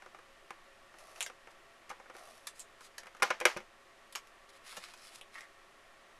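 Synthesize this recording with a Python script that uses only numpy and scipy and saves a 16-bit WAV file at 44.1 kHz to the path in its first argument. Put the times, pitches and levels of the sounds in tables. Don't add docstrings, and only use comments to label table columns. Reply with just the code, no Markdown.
import sys
import numpy as np
from scipy import signal
from scipy.fft import rfft, irfft, next_fast_len
from scipy.io import wavfile
from scipy.ndimage import uniform_filter1d

SR = 44100
rng = np.random.default_rng(int(sys.argv[2]) if len(sys.argv) > 2 else 0)


def store_wav(level_fs):
    pcm = np.round(np.clip(np.atleast_2d(level_fs), -1, 1) * 32767)
    wavfile.write(sys.argv[1], SR, pcm.T.astype(np.int16))


N = 273287
TIME = np.arange(N) / SR
HIT_TIME = TIME[:SR // 4]
ATTACK = int(0.012 * SR)
TOP_HZ, TILT_PIVOT_HZ = 14000, 1600


def undb(db):
    return 10 ** (np.asarray(db) / 20)


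def unit(x):
    return x / np.sqrt(np.mean(x ** 2))


def punch(x):
    return x / np.sqrt(np.mean(x[:ATTACK] ** 2))


def band(x, lo, hi, order=3):
    return signal.sosfilt(signal.butter(order, [lo, hi], "band", fs=SR, output="sos"), x)


def resonate(x, hz, width):
    return signal.lfilter(*signal.iirpeak(hz, hz / width, fs=SR), x)


def colour(x, points):
    hz, db = np.transpose(points)
    padded = 2 * next_fast_len(N // 2 + 1)
    freq = np.maximum(np.fft.rfftfreq(padded, 1 / SR), 1)
    gain = undb(np.interp(np.log(freq), np.log(hz), db))
    return unit(irfft(rfft(x, padded) * gain)[:N])


def envelope(moves, attack_share, release_share):
    gain = np.zeros(N)
    for start, length, db, swell_db_per_s in moves:
        progress = (TIME - start) / length
        held = np.interp(progress, [-attack_share, 0, 1, 1 + release_share], [0, 1, 1, 0])
        gain += held * undb(db + swell_db_per_s * length * np.clip(progress, 0, 1))
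    return gain


def waver(count):
    window = SR // count
    smooth = uniform_filter1d(rng.standard_normal(N), window)
    return unit(uniform_filter1d(smooth, window))


def grains(rate, spread_db):
    sizes = undb(spread_db * np.minimum(rng.exponential(size=N), 5))
    happens = rng.random(N) < rate / SR
    return happens * sizes * rng.standard_normal(N)


def fade(t60):
    return np.exp(-np.log(1000) * HIT_TIME / t60)


def burst(t60):
    return rng.standard_normal(len(HIT_TIME)) * fade(t60)


def reflect(x, room_db=-3, room_t60=0.28):
    tail = band(burst(room_t60), 270, 10900, order=2)
    tail = tail / np.linalg.norm(tail)
    return x + undb(room_db) * signal.fftconvolve(x, tail)[:len(x)]


def add(out, start, hit):
    i = int(start * SR)
    out[i:i + len(hit)] += hit[:N - i]


BANDS = [310, 900, 2800, 6500, 14000]


def balance(hit, levels_db):
    edges = zip(levels_db, BANDS, BANDS[1:])
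    return sum(undb(db) * punch(band(hit, lo, hi)) for db, lo, hi in edges)


def tilted(bands_db, strength_db, tilt_db):
    centres = np.sqrt(np.multiply(BANDS[:-1], BANDS[1:]))
    return strength_db + np.array(bands_db) + tilt_db * np.log2(centres / TILT_PIVOT_HZ)


# frequency in Hz, relative level in dB per Hz.
AIR_COLOUR = [(20, 6.5), (40, -14), (80, -10), (170, -14), (240, -7.5), (285, -17), (350, -15), (600, -4.5),
              (950, -7), (1800, -7), (2800, -10.5), (4500, -17.5), (8000, -22.5), (14000, -26.5)]
# frequency in Hz, width in Hz, level in dB before vent_db.
VENT = [(345.4, 49, -75), (404.4, 22.5, -76.5), (548, 8.6, -73), (679.3, 28, -74), (845, 21, -110),
        (1122, 92, -69), (1344, 50, -74), (1850, 160, -70.5), (2390, 45, -84)]


def air(hiss_db=-61.5, vent_db=-1):
    hiss = undb(hiss_db) * colour(rng.standard_normal(N), AIR_COLOUR)
    vent = np.zeros(N)
    for hz, width, db in VENT:
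        wide = 1.34 * width
        once = resonate(rng.standard_normal(N), hz, wide)
        vent += undb(db) * unit(resonate(once, hz, wide))
    return hiss + undb(vent_db) * vent


# start in seconds, strength in dB, treble tilt in dB per octave.
TICKS = [(0.021, -52.5, -0.7), (0.0606, -52.3, -1.8), (0.146, -52.5, -1.5), (0.1877, -56, -1.5),
         (0.505, -43.5, -0.2), (0.94, -55.5, -2), (1.298, -49.5, -1.8), (1.4717, -54, -1.5),
         (1.9001, -43.5, 0.7), (1.911, -43.5, -2), (1.9986, -54, -2.8), (2.058, -57, -1.5),
         (2.098, -50.5, -2.5), (2.1497, -52, -2.3), (2.183, -57, 3), (2.807, -53.5, 2.8), (3.0324, -54, 2),
         (3.0572, -55, 0.3), (3.148, -54, 0.8), (3.167, -57.5, 2), (3.199, -53, -0.8)]
# start in seconds, place struck (0 nose to 1 flank),
# strength in dB, treble tilt in dB per octave, level of the table thump in dB.
KNOCKS = [(3.068, 1, -53.5, 1.7, -74), (3.2216, 0.094, -24, -1.1, -56), (3.2278, 0.02, -28.5, 4, -52),
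          (3.232, 0.1, -32, -6, -65), (3.3035, 0.35, -28, -1.7, -56), (3.401, 0.9, -45, 5, -92),
          (3.4104, 1, -37.5, -1, -62), (3.4531, 1, -18.5, 2.04, -51), (3.5639, 0.9, -41.5, -3.3, -47.5),
          (3.57, 0, -42.5, 3, -52), (3.603, 0.67, -52.5, -1, -64)]
TICK_BANDS_DB = [-6, -0.5, -12, -17.5]
NOSE_BANDS_DB = [-10.5, -0.5, -9, -17.5]
FLANK_BANDS_DB = [-1.5, 1, -8.5, -16.5]


def blows(held_t60, ring_t60, tick_place=0.11, tick_thump_db=-21.5):
    rows = []
    for start, db, tilt in TICKS:
        levels_db = tilted(TICK_BANDS_DB, db, tilt)
        rows.append((start, tick_place, db + tick_thump_db, held_t60, levels_db))
    for start, place, db, tilt, thump_db in KNOCKS:
        bands_db = (1 - place) * np.array(NOSE_BANDS_DB) + place * np.array(FLANK_BANDS_DB)
        rows.append((start, place, thump_db, ring_t60, tilted(bands_db, db, tilt)))
    return rows


# frequency in Hz, relative level in dB struck on the nose, the same struck on the flank.
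HOUSING = [(355, -11, -8), (511, -4, -4), (598, -11, -2), (786, -3, -9), (910, -8, -10), (1023, -3, -6),
           (1206, -1, -16), (1260, -2, -5), (1437, 0, -5), (1620, -7, 0), (1798, -5, -3), (2035, -12, -3),
           (2094, -11, -6), (2207, -7, -3), (2396, -13, -3), (2498, -15, -4), (2885, -16, -12),
           (2945, -15, -15), (3187, -20, -8), (3332, -16, -11), (3838, -14, -18), (4016, -17, -12),
           (4694, -16, -18), (4980, -17, -16), (5475, -16, -17), (5620, -22, -15), (5825, -13, -24),
           (5992, -17, -17)]
# frequency in Hz, relative level in dB.
TABLE = [(68, -33), (118, -7), (168, -5), (205, 3), (236, 5)]


def housing(ring_t60=0.088, held_t60=0.062, blow_db=-1, blow_t60=0.0047, detune=0.02,
            crack_t60=0.029, crack_db=-1, room_t60=0.24, room_db=-11, room_hz=1300, room_width=1500,
            hiss_db=-12, thump_t60=0.13):
    out = np.zeros(N)
    hz, nose_db, flank_db = np.repeat(HOUSING, repeats=3, axis=0).T
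    table_tones = sum(undb(db) * np.sin(2 * np.pi * f * HIT_TIME) for f, db in TABLE)
    thump = punch(table_tones * fade(thump_t60))
    contact = 1 - fade(0.003)
    for start, place, thump_db, t60, levels_db in blows(held_t60, ring_t60):
        sizes = undb((1 - place) * nose_db + place * flank_db)
        shifted = hz * (1 + detune * rng.standard_normal(len(hz)))
        phases = 2 * np.pi * rng.random((len(hz), 1))
        tones = sizes @ np.sin(2 * np.pi * shifted[:, None] * HIT_TIME + phases)
        decay = fade(t60) + undb(blow_db) * fade(blow_t60)
        ring = punch(decay * tones)

        crack = burst(crack_t60)
        rim = 1.2 * resonate(crack, 9100, 1300)
        crack = punch(band(crack, 990, 15000, order=2) + rim)

        wash = resonate(burst(room_t60), room_hz, room_width) + undb(hiss_db) * burst(room_t60)
        room = punch(band(wash, 260, 18000, order=2))

        hit = contact * (ring + undb(crack_db) * crack + undb(room_db) * room)
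        add(out, start, balance(hit, levels_db) + undb(thump_db) * thump)
    return out


# start in seconds, length in seconds,
# level in dB before the levels of crackle and rumble, swell in dB per second.
STROKES = [(0.98, 0.27, -65.5, 33), (2.16, 0.3, -58.5, -22)]
# frequency in Hz, relative level in dB per Hz.
PEEL_COLOUR = [(900, -31), (2000, 12), (3200, 6.5), (5000, 8), (8000, 3), (11000, 8), (14000, -2)]


def tape(crackle_db=-1, rumble_db=2, uneven_db=1.8, slowing_db_per_s=-25):
    crackle = colour(reflect(grains(1600, 4.2)), PEEL_COLOUR)
    bumps = grains(900, 0.6)
    rumble = resonate(bumps, 673, 140) + 0.52 * resonate(bumps, 1140, 250)
    rumble = unit(band(rumble, 370, 1250, order=2))
    rolls = [(start, length, db, swell + slowing_db_per_s) for start, length, db, swell in STROKES]
    pull = envelope(STROKES, attack_share=0.1, release_share=0.055)
    roll = envelope(rolls, attack_share=0.1, release_share=0.055)
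    both = undb(crackle_db) * crackle * pull + undb(rumble_db) * rumble * roll
    return both * undb(uneven_db * waver(count=25))


# time of the peak in seconds, rise in seconds, ring in Hz,
# ring level in dB relative to the crack, strength in dB, treble tilt in dB per octave.
SNAPS = [(1.16, 0.0023, 2770, -15, -54, -3), (1.2066, 0.00047, 2480, -7, -39, 0.5),
         (1.2118, 0.0011, 3220, -8, -43, 0), (1.221, 0.0038, 4400, -8, -48.5, 0.5),
         (1.2273, 0.00051, 7150, 14, -47.5, 4), (1.2637, 0.0022, 1660, 2, -42.5, -2.5),
         (1.895, 0.0029, 1404, -20, -54, -1.5), (2.4715, 0.003, 1580, -17, -45.5, 2),
         (2.5952, 0.00039, 8400, -8, -71.5, 10), (2.6022, 0.0027, 7260, 5, -69.5, 9.5),
         (2.982, 0.0025, 1730, -1, -45, -0.9), (4.126, 0.0026, 10150, -5, -60.5, 3),
         (4.152, 0.00095, 2660, 0, -42.5, -1.2), (4.157, 0.00081, 4960, -5, -40, -0.7),
         (4.2725, 0.00061, 1660, -11, -66, 0), (4.727, 0.0025, 1200, -3, -51.5, -5),
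         (4.77, 0.0053, 1110, -17, -47, -0.6), (4.887, 0.0023, 2680, -16, -57.5, -5),
         (4.938, 0.0036, 4830, -14, -53.5, -2), (5.2124, 0.00027, 3400, -1, -51, -2),
         (5.4078, 0.0004, 1920, -9, -53, -2)]
SNAP_BANDS_DB = [-14.5, -1, -0.5, -3]


def snaps(ring_q=6, room_db=-3, room_t60=0.11):
    out = np.zeros(N)
    for peak, rise, hz, ring_db, strength_db, tilt_db in SNAPS:
        swell = (HIT_TIME / rise * np.exp(-HIT_TIME / rise)) ** 2
        crack = rng.standard_normal(len(HIT_TIME)) * swell
        ring = punch(resonate(crack, hz, hz / ring_q))
        hit = punch(crack) + undb(ring_db) * ring
        hit = band(hit, 430, 14000)
        hit = reflect(hit, room_db, room_t60)
        add(out, peak - rise, balance(hit, tilted(SNAP_BANDS_DB, strength_db, tilt_db)))
    return out


# start in seconds, length in seconds, level in dB before the
# levels of hiss and body, swell in dB per second, extra level of the sheet's body in dB.
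SLIDES = [(1.508, 0.01, -62.5, 0, -10), (2.569, 0.049, -55, -20, -10), (2.82, 0.046, -60, 120, -6),
          (4.493, 0.012, -60, 0, -2.5), (4.538, 0.034, -65.5, 0, 0), (4.672, 0.077, -51, -44, -2.5),
          (4.805, 0.097, -59, -1, 2.5), (4.992, 0.16, -60, 13, -3.5), (5.152, 0.01, -57, 0, -13),
          (5.35, 0.077, -60, -45, 0.5)]
# frequency in Hz, width in Hz.
SHEET = [(2750, 2400), (3900, 960), (5050, 560), (7400, 2400)]
# frequency in Hz, relative level in dB per Hz.
SLIDE_COLOUR = [(1500, -24), (2800, -4.5), (5000, -2), (7000, -6.5), (10500, 1), (12500, -7), (14000, -3.5)]


def card(hiss_db=-1, body_db=-2, catch_db=-3, flex_db=5, sheet_db=-8, uneven_db=2.94,
         attack_share=0.59, release_share=0.46):
    catches = unit(grains(260, 1.5))
    slips = reflect(unit(grains(7000, 0.53)) + undb(catch_db) * catches)
    sheet = sum(undb(flex_db * waver(count=12)) * resonate(slips, hz, width) for hz, width in SHEET)
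    sheet = unit(band(sheet, 3000, 11500))
    hiss = unit(colour(slips, SLIDE_COLOUR) + undb(sheet_db) * sheet)
    body = unit(band(slips, 960, 4300, order=2))
    out = np.zeros(N)
    for *move, bend_db in SLIDES:
        rub = undb(hiss_db) * hiss + undb(body_db + bend_db) * body
        out += rub * envelope([move], attack_share, release_share)
    pressure = undb(uneven_db * waver(count=40))
    return pressure * out


# frequency in Hz, width in Hz, relative level in dB.
PAGE = [(190, 90, -10), (550, 78, 2), (785, 140, -8)]


def page(start=4.767, level_db=-52, push_t60=0.086):
    push = burst(push_t60) * (1 - fade(0.017))
    pat = sum(undb(db) * punch(resonate(push, hz, width)) for hz, width, db in PAGE)
    out = np.zeros(N)
    add(out, start, undb(level_db) * punch(band(pat, 120, 1300, order=2)))
    return out


# start in seconds, length in seconds, level in dB, swell in dB per second.
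RUBS = [(5.353, 0.03, -48, 0), (5.41, 0.04, -53, -110)]


def finger():
    slips = reflect(grains(870, 1.6))
    main_ring = resonate(resonate(slips, 1800, 450), 1810, 450)
    ring = main_ring + 0.58 * resonate(slips, 1360, 460)
    return unit(ring) * envelope(RUBS, attack_share=0.18, release_share=0.59)


def scene():
    mono = air() + housing() + tape() + snaps() + card() + page() + finger()
    return np.array([mono, mono])


def record(dry, threshold_db=-13, squeeze=0.31, recovery_db_per_s=5):
    heard = signal.sosfilt(signal.butter(4, 11800, fs=SR, output="sos"), dry)
    level_db = 20 * np.log10(np.abs(heard[0]) + 1e-9)
    over_db = squeeze * np.maximum(level_db - threshold_db, 0)
    recovered_db = recovery_db_per_s * TIME
    duck_db = np.maximum.accumulate(over_db + recovered_db) - recovered_db
    top_cut = signal.ellip(10, 0.2, 70, TOP_HZ, fs=SR, output="sos")
    return signal.sosfilt(top_cut, heard * undb(-duck_db))


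dry = scene()
out = record(dry)
store_wav(out)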